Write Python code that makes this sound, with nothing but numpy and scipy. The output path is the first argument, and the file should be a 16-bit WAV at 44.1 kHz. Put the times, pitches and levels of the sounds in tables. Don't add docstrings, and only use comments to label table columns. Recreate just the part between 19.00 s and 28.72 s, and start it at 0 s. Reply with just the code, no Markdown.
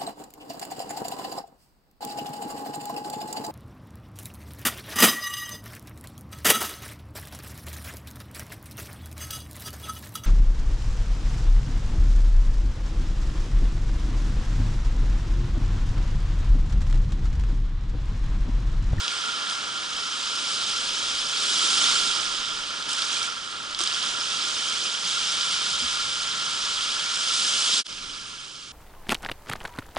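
import sys
import numpy as np
from scipy import signal
from scipy.fft import rfft, irfft
from scipy.io import wavfile

SR = 44100
rng = np.random.default_rng(int(sys.argv[2]) if len(sys.argv) > 2 else 0)


def transcribe(u):
    v = np.clip(np.atleast_2d(u).T, -1, 1)
    q = np.round(v * 32767).astype(np.int16)
    wavfile.write(sys.argv[1], SR, q)


N = 428642
T = np.arange(N) / SR
HZ = np.fft.rfftfreq(N, 1 / SR)


# (time [s], left minus right [dB])
RUSH_SIDE = [(0.2, -0.5), (.75, 0.5), (2.2, 1), (2.75, 0.1), (3.25, -2.1), (3.75, -.3), (4.25, -1.4),
             (4.75, -.6), (5.25, -1.2), (6.3, 0.7), (8.8, 1), (8.9, -1)]


def surf():
    (slosh_db, churn_db, rush_db, fizz_db), spray = shore()
    buffet_db, rumble_db = wind()
    water = through_case(water_source(spray))

    slosh = voiced(water, 150, 790) * gain_of(slosh_db + 0.84 * drift(12))
    surge_db = np.maximum(slosh_db - np.median(slosh_db), 0)
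    boom_noise = through_case(rng.standard_normal((2, N)))
    boom = voiced(boom_noise, 200, 400) * gain_of(slosh_db - 3) * (1 - gain_of(-2 * surge_db))
    churn = voiced(water, 870, 1864) * gain_of(churn_db + 0.64 * drift(20))

    clumps_db = (0.26 + 1.5 * spray) * drift(35)
    rush = voiced(water, 2260, 5780) * gain_of(rush_db + clumps_db)
    foam = water * band(6600, 20000)
    fizz = voiced(foam, 6900, 10100) * gain_of(fizz_db + clumps_db + 0.48 * drift(25))

    buffet = voiced(water, 12, 33) * gain_of(buffet_db + 1.5 * drift(5))
    rumble = voiced(water, 54, 134) * gain_of(rumble_db + 1.0 * drift(6.2))

    side_db, = follow(RUSH_SIDE)
    left_right = gain_of([side_db / 2, -side_db / 2])
    return slosh + boom + churn + buffet + rumble + (rush + fizz) * left_right


# (start [s], rise [s], hold [s],
# fall before FALL_RATIO [dB per s], slosh of the water mass [dB], churning water [dB],
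# rush of bubbles and stones [dB], fizz of foam [dB])
WAVES = [(-.42, .25, 0.5, 11.5, -53, -38.5, -33.5, -45), (0.427, 1.08, .86, 5.5, -51.5, -44.5, -30, -40.5),
         (2.244, 0.38, 0.32, 22, -48.5, -36, -25.5, -33),
         (2.763, 0.082, 0.018, 78.5, -56, -33.5, -26.5, -38), (4.94, 0.37, 0.56, 31, -51, -43, -30, -40),
         (5.96, 0.14, 0.62, 4.7, -53.5, -40, -28.5, -38.5), (7.18, 0.55, 0.31, 17, -65, -42.5, -32, -41.5),
         (8.02, 0.38, 0.33, 24, -51.5, -43.5, -26.5, -33.3), (8.6, 0.14, .05, 20, -52, -48, -28.5, -38)]
# (start [s], hold after the rise [s], slosh [dB], churn [dB], rush [dB], fizz [dB])
SPLASHING = [(.48, .04, -60, -45, -41, -43), (3.876, 0.36, -54.5, -39, -33, -40),
             (4.097, 0.044, -52, -42, -34, -44), (4.78, 0.32, -53, -38, -32.5, -41.5)]
# (slosh [dB], churn [dB], rush [dB], fizz [dB])
SEA_DB = (-53, -41.5, -40.5, -50)
# (time [s], slosh [dB], churn [dB], rush [dB], fizz [dB])
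SAND = [(8.87, -51.5, -50, -41.5, -50), (9.25, -55, -48.5, -44, -50.5), (9.7, -58, -56.5, -48, -54)]


def shore(splash_rise_s=0.014, splash_fall_db_per_s=126, wave_spray=0.057, near_spray=0.32):
    waves = sum(surge(start, rise, hold, fall, levels)
                for start, rise, hold, fall, *levels in WAVES)
    near = sum(surge(start, splash_rise_s, hold, splash_fall_db_per_s, levels)
               for start, hold, *levels in SPLASHING)
    power = gain_of(SEA_DB)[:, None] ** 2 + waves + near

    near_share = near.sum(0) / power.sum(0)
    spray = wave_spray + (near_spray - wave_spray) * near_share
    levels_db = np.where(T < SAND[0][0], 10 * np.log10(power), follow(SAND))
    return levels_db, np.clip(spray, 0, 1)


FALL_RATIO = (0.74, 0.66, 0.98, 1.33)


def surge(start, rise_s, hold_s, fall_db_per_s, levels_db):
    age = T - start
    rise = np.clip(age / rise_s, 0, 1) ** 2
    fallen_db = fall_db_per_s * np.maximum(age - rise_s - hold_s, 0)
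    level_db = np.array(levels_db)[:, None] - np.outer(FALL_RATIO, fallen_db)
    return rise * gain_of(level_db) ** 2


# (pitch [Hz], level [dB])
HOLLOW = [(200, 1), (700, -3.5), (1150, 1.5), (1400, 0.5), (1620, 3), (1870, -0.5), (2200, 5.5), (2950, 4),
          (3400, 2.5), (4400, 3.5), (5200, 3.5), (8000, 1)]


def water_source(spray):
    nearer = bubbles(per_s=5000, spread_db=3.0, cycles=12.1, low_hz=901.3, high_hz=9995, count=60)
    wash = evened(rng.standard_normal((2, N)) + gain_of(-5.0) * nearer)
    drops = bubbles(per_s=1800, spread_db=3.5, cycles=4, low_hz=2190, high_hz=10020)
    source = np.sqrt(1 - spray) * wash + np.sqrt(spray) * drops
    on_sand = irfft(rfft(source) * gain_of(read(HOLLOW)), N)
    return np.where(T < SAND[0][0], source, on_sand)


def bubbles(per_s, spread_db, cycles, low_hz, high_hz, count=24):
    out = np.zeros((2, N))
    t = np.arange(SR // 50) / SR
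    bubbles_per_size = int(per_s * T[-1] / count)
    for hz in np.geomspace(low_hz, high_hz, count):
        age = hz * t / cycles
        rising = 1 + 0.0297 * np.minimum(age, 4)
        ring = np.exp(-age) * np.sin(2 * np.pi * hz * t * rising)
        draws = rng.random((2, 2, 8192))[..., :bubbles_per_size]
        for channel, (when, luck) in zip(out, draws):
            loudness = gain_of(spread_db * np.minimum(-np.log(1 - luck), 4.5))
            strikes = np.bincount((when * N).astype(int), loudness, N)
            channel += hz * signal.oaconvolve(strikes, ring)[:N]
    return evened(out)


# (time [s], body level [dB], treble level [dB])
SPLASHES = [(0.08, -19, -37), (0.4978, -28, -33), (3.8244, -26, -45), (3.892, -30, -30), (3.931, -30, -25),
            (4.0205, -21, -35), (4.1686, -29, -46), (4.2289, -31, -28), (4.6305, -44, -41),
            (4.747, -23, -49), (4.79, -25, -28), (4.8051, -25, -36), (4.813, -28, -26), (4.837, -28, -22),
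            (4.874, -18, -44), (4.9266, -22, -47), (4.9457, -23, -44), (5.0272, -27, -35),
            (5.061, -31, -30), (5.0875, -27, -42), (6.4093, -20, -45), (7.808, -23, -47),
            (8.1578, -25, -29)]


def splashes(slap_peak_s=0.0008, patter_db=-19, patter_s=0.0073):
    t = np.arange(SR // 25) / SR
    age = t / slap_peak_s
    slap = age * np.exp(1 - age)
    patter = gain_of(patter_db) * np.exp(-t / patter_s) * (1 - np.exp(-age))
    shape = slap + patter

    water = through_case(rng.standard_normal((2, N)))
    body, treble = voiced(water, 2500, 5000), voiced(water, 7200, 12000)
    out = np.zeros((2, N))
    for s, body_db, treble_db in SPLASHES:
        for layer, db in ((body, body_db), (treble, treble_db)):
            burst = layer[:, round(s * SR):][:, :len(t)] * shape
            even = np.linalg.norm(shape) / np.linalg.norm(burst.mean(0))
            add(out, s, gain_of(db) * burst * even)
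    return out


# (time [s], pitch [Hz], level before the decay and soft start [dB], time to fall by 60 dB [s])
PINGS_AND_PLOPS = [(.495, 3150, -21, .02), (.92, 60, -43, .2), (4.170, 2420, -22, .02),
                   (4.804, 342, -29.5, 0.063), (4.805, 1164, -23, .04), (4.805, 716, -30, 0.024),
                   (5.206, 5300, -20, .03), (6.04, 177, -41, .24), (6.709, 148, -41, 0.14),
                   (6.72, 80, -44, .25), (6.82, 246, -37, 0.21), (6.83, 70, -40, .3)]


def pings_and_plops():
    out = np.zeros(N)
    t = np.arange(SR // 3) / SR
    for s, hz, db, fall_60db_s in PINGS_AND_PLOPS:
        decay = gain_of(db - 60 * t / fall_60db_s)
        soft_start = 1 - np.exp(-hz * t)
        add(out, s, decay * soft_start * np.sin(2 * np.pi * hz * t))
    return out


# (time of peak [s], half width at half power [s], deep buffeting [dB], rumble [dB])
GUSTS = [(2.0, 0.18, -60, -68), (2.98, 0.13, -55, -66), (3.45, .15, -60, -78), (5.0, .3, -65, -66),
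         (6.95, 0.34, -64, -60), (7.75, .3, -63, -64), (9.1, 0.18, -57, -62)]
# (buffeting [dB], rumble [dB])
BREEZE_DB = (-68, -63)


def wind():
    gusts = sum(np.outer(gain_of(levels) ** 2, .5 ** (((T - s) / width) ** 2))
                for s, width, *levels in GUSTS)
    return 10 * np.log10(gain_of(BREEZE_DB)[:, None] ** 2 + gusts)


# (pitch [Hz], level [dB])
COLOUR = [(25, -3), (100, -7.5), (250, 1.5), (500, 2), (760, -0.5), (950, 3), (1700, 2.5), (1980, 2),
          (2550, 6.5), (3000, 9.5), (4200, 11.5), (5850, 6.5), (7500, 3.5), (9000, -1), (11000, -7.5)]
# (pitch [Hz], width at half the dB [Hz], height [dB])
CASE = [(1275, 240, 7.5), (1395.5, 123, 9.5), (1628, 155, 3.5), (2290, 230, 2), (3188, 650, 6),
        (3685, 490, 2), (5180, 920, 5.5), (6310, 360, 3), (7350, 560, 1.5)]
# (pitch [Hz], likeness [0-1])
LIKENESS = [(30, .91), (100, .85), (250, .8), (650, .6), (950, .82), (1380, .97), (1950, .6), (2400, .8),
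            (3200, .87), (5200, .9), (7700, .57), (11000, .65)]
# (pitch [Hz], lead [radians])
LEAD = [(40, 0.27), (300, -0.62), (600, -1.35), (1500, -1.44), (1680, -0.86), (1930, -1.62), (2600, -1.22),
        (3400, -0.75), (6000, -0.42), (8000, -0.27)]
# (pitch [Hz], left minus right [dB])
TILT = [(400, -0.5), (1100, 0.5), (1400, -1), (1700, -3), (2000, -0.5), (3200, -4), (4300, -2),
        (6200, -3.5), (8000, -1)]


def through_case(pair):
    db = read(COLOUR)
    for hz, width, peak_db in CASE:
        db = db + peak_db * .5 ** ((2 * (HZ - hz) / width) ** 2)
    cepstrum = irfft(np.log(gain_of(db)), N)
    cepstrum[1:N // 2] *= 2
    cepstrum[N // 2 + 1:] = 0
    direct, scattered = rfft(pair) * np.exp(rfft(cepstrum))

    same = np.clip(read(LIKENESS), 0, 1)
    common = np.sqrt(1 + same) * direct
    apart = np.sqrt(1 - same) * scattered
    side = gain_of(read(TILT) / 2) * np.exp(.5j * read(LEAD))
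    return np.array([(common + apart) * side, (common - apart) / side])


def voiced(spectra, low_hz, high_hz):
    x = irfft(spectra * band(low_hz, high_hz), N)
    return x / np.std(x.mean(0))


def band(low_hz, high_hz, order=8):
    low_side = 1 + (low_hz / (HZ + 1)) ** order
    high_side = 1 + (HZ / high_hz) ** order
    return (low_side * high_side) ** -.5


def drift(rate_hz):
    knots = np.arange(0, T[-1] + 1, .5 / rate_hz)
    return evened(np.interp(T, knots, rng.standard_normal(len(knots))))


def gain_of(db):
    return 10 ** (np.asarray(db) / 20)


def evened(x):
    return x / np.sqrt(np.mean(x ** 2) + 1e-20)


def read(points):
    hz, value = np.transpose(points)
    return np.interp(np.log(HZ + 1), np.log(hz + 1), value)


def follow(rows):
    s, *columns = np.transpose(rows)
    return [np.interp(T, s, column) for column in columns]


def add(mix, s, sound):
    part = mix[..., max(round(s * SR), 0):][..., :sound.shape[-1]]
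    part += sound[..., :part.shape[-1]]


def scene():
    return surf() + splashes() + pings_and_plops()


def record(dry, silent_s=8.838, fade_out_s=0.038, fade_in_s=0.052, edge_hz=11110):
    distance = np.maximum((silent_s - T) / fade_out_s, (T - silent_s) / fade_in_s)
    fade = np.clip(distance, 0, 1) ** 2
    lowpass = signal.firwin(801, edge_hz, window=("kaiser", 9), fs=SR)
    return signal.oaconvolve(dry * fade, lowpass[None], "same", axes=1)


dry = scene()
out = record(dry)
transcribe(out)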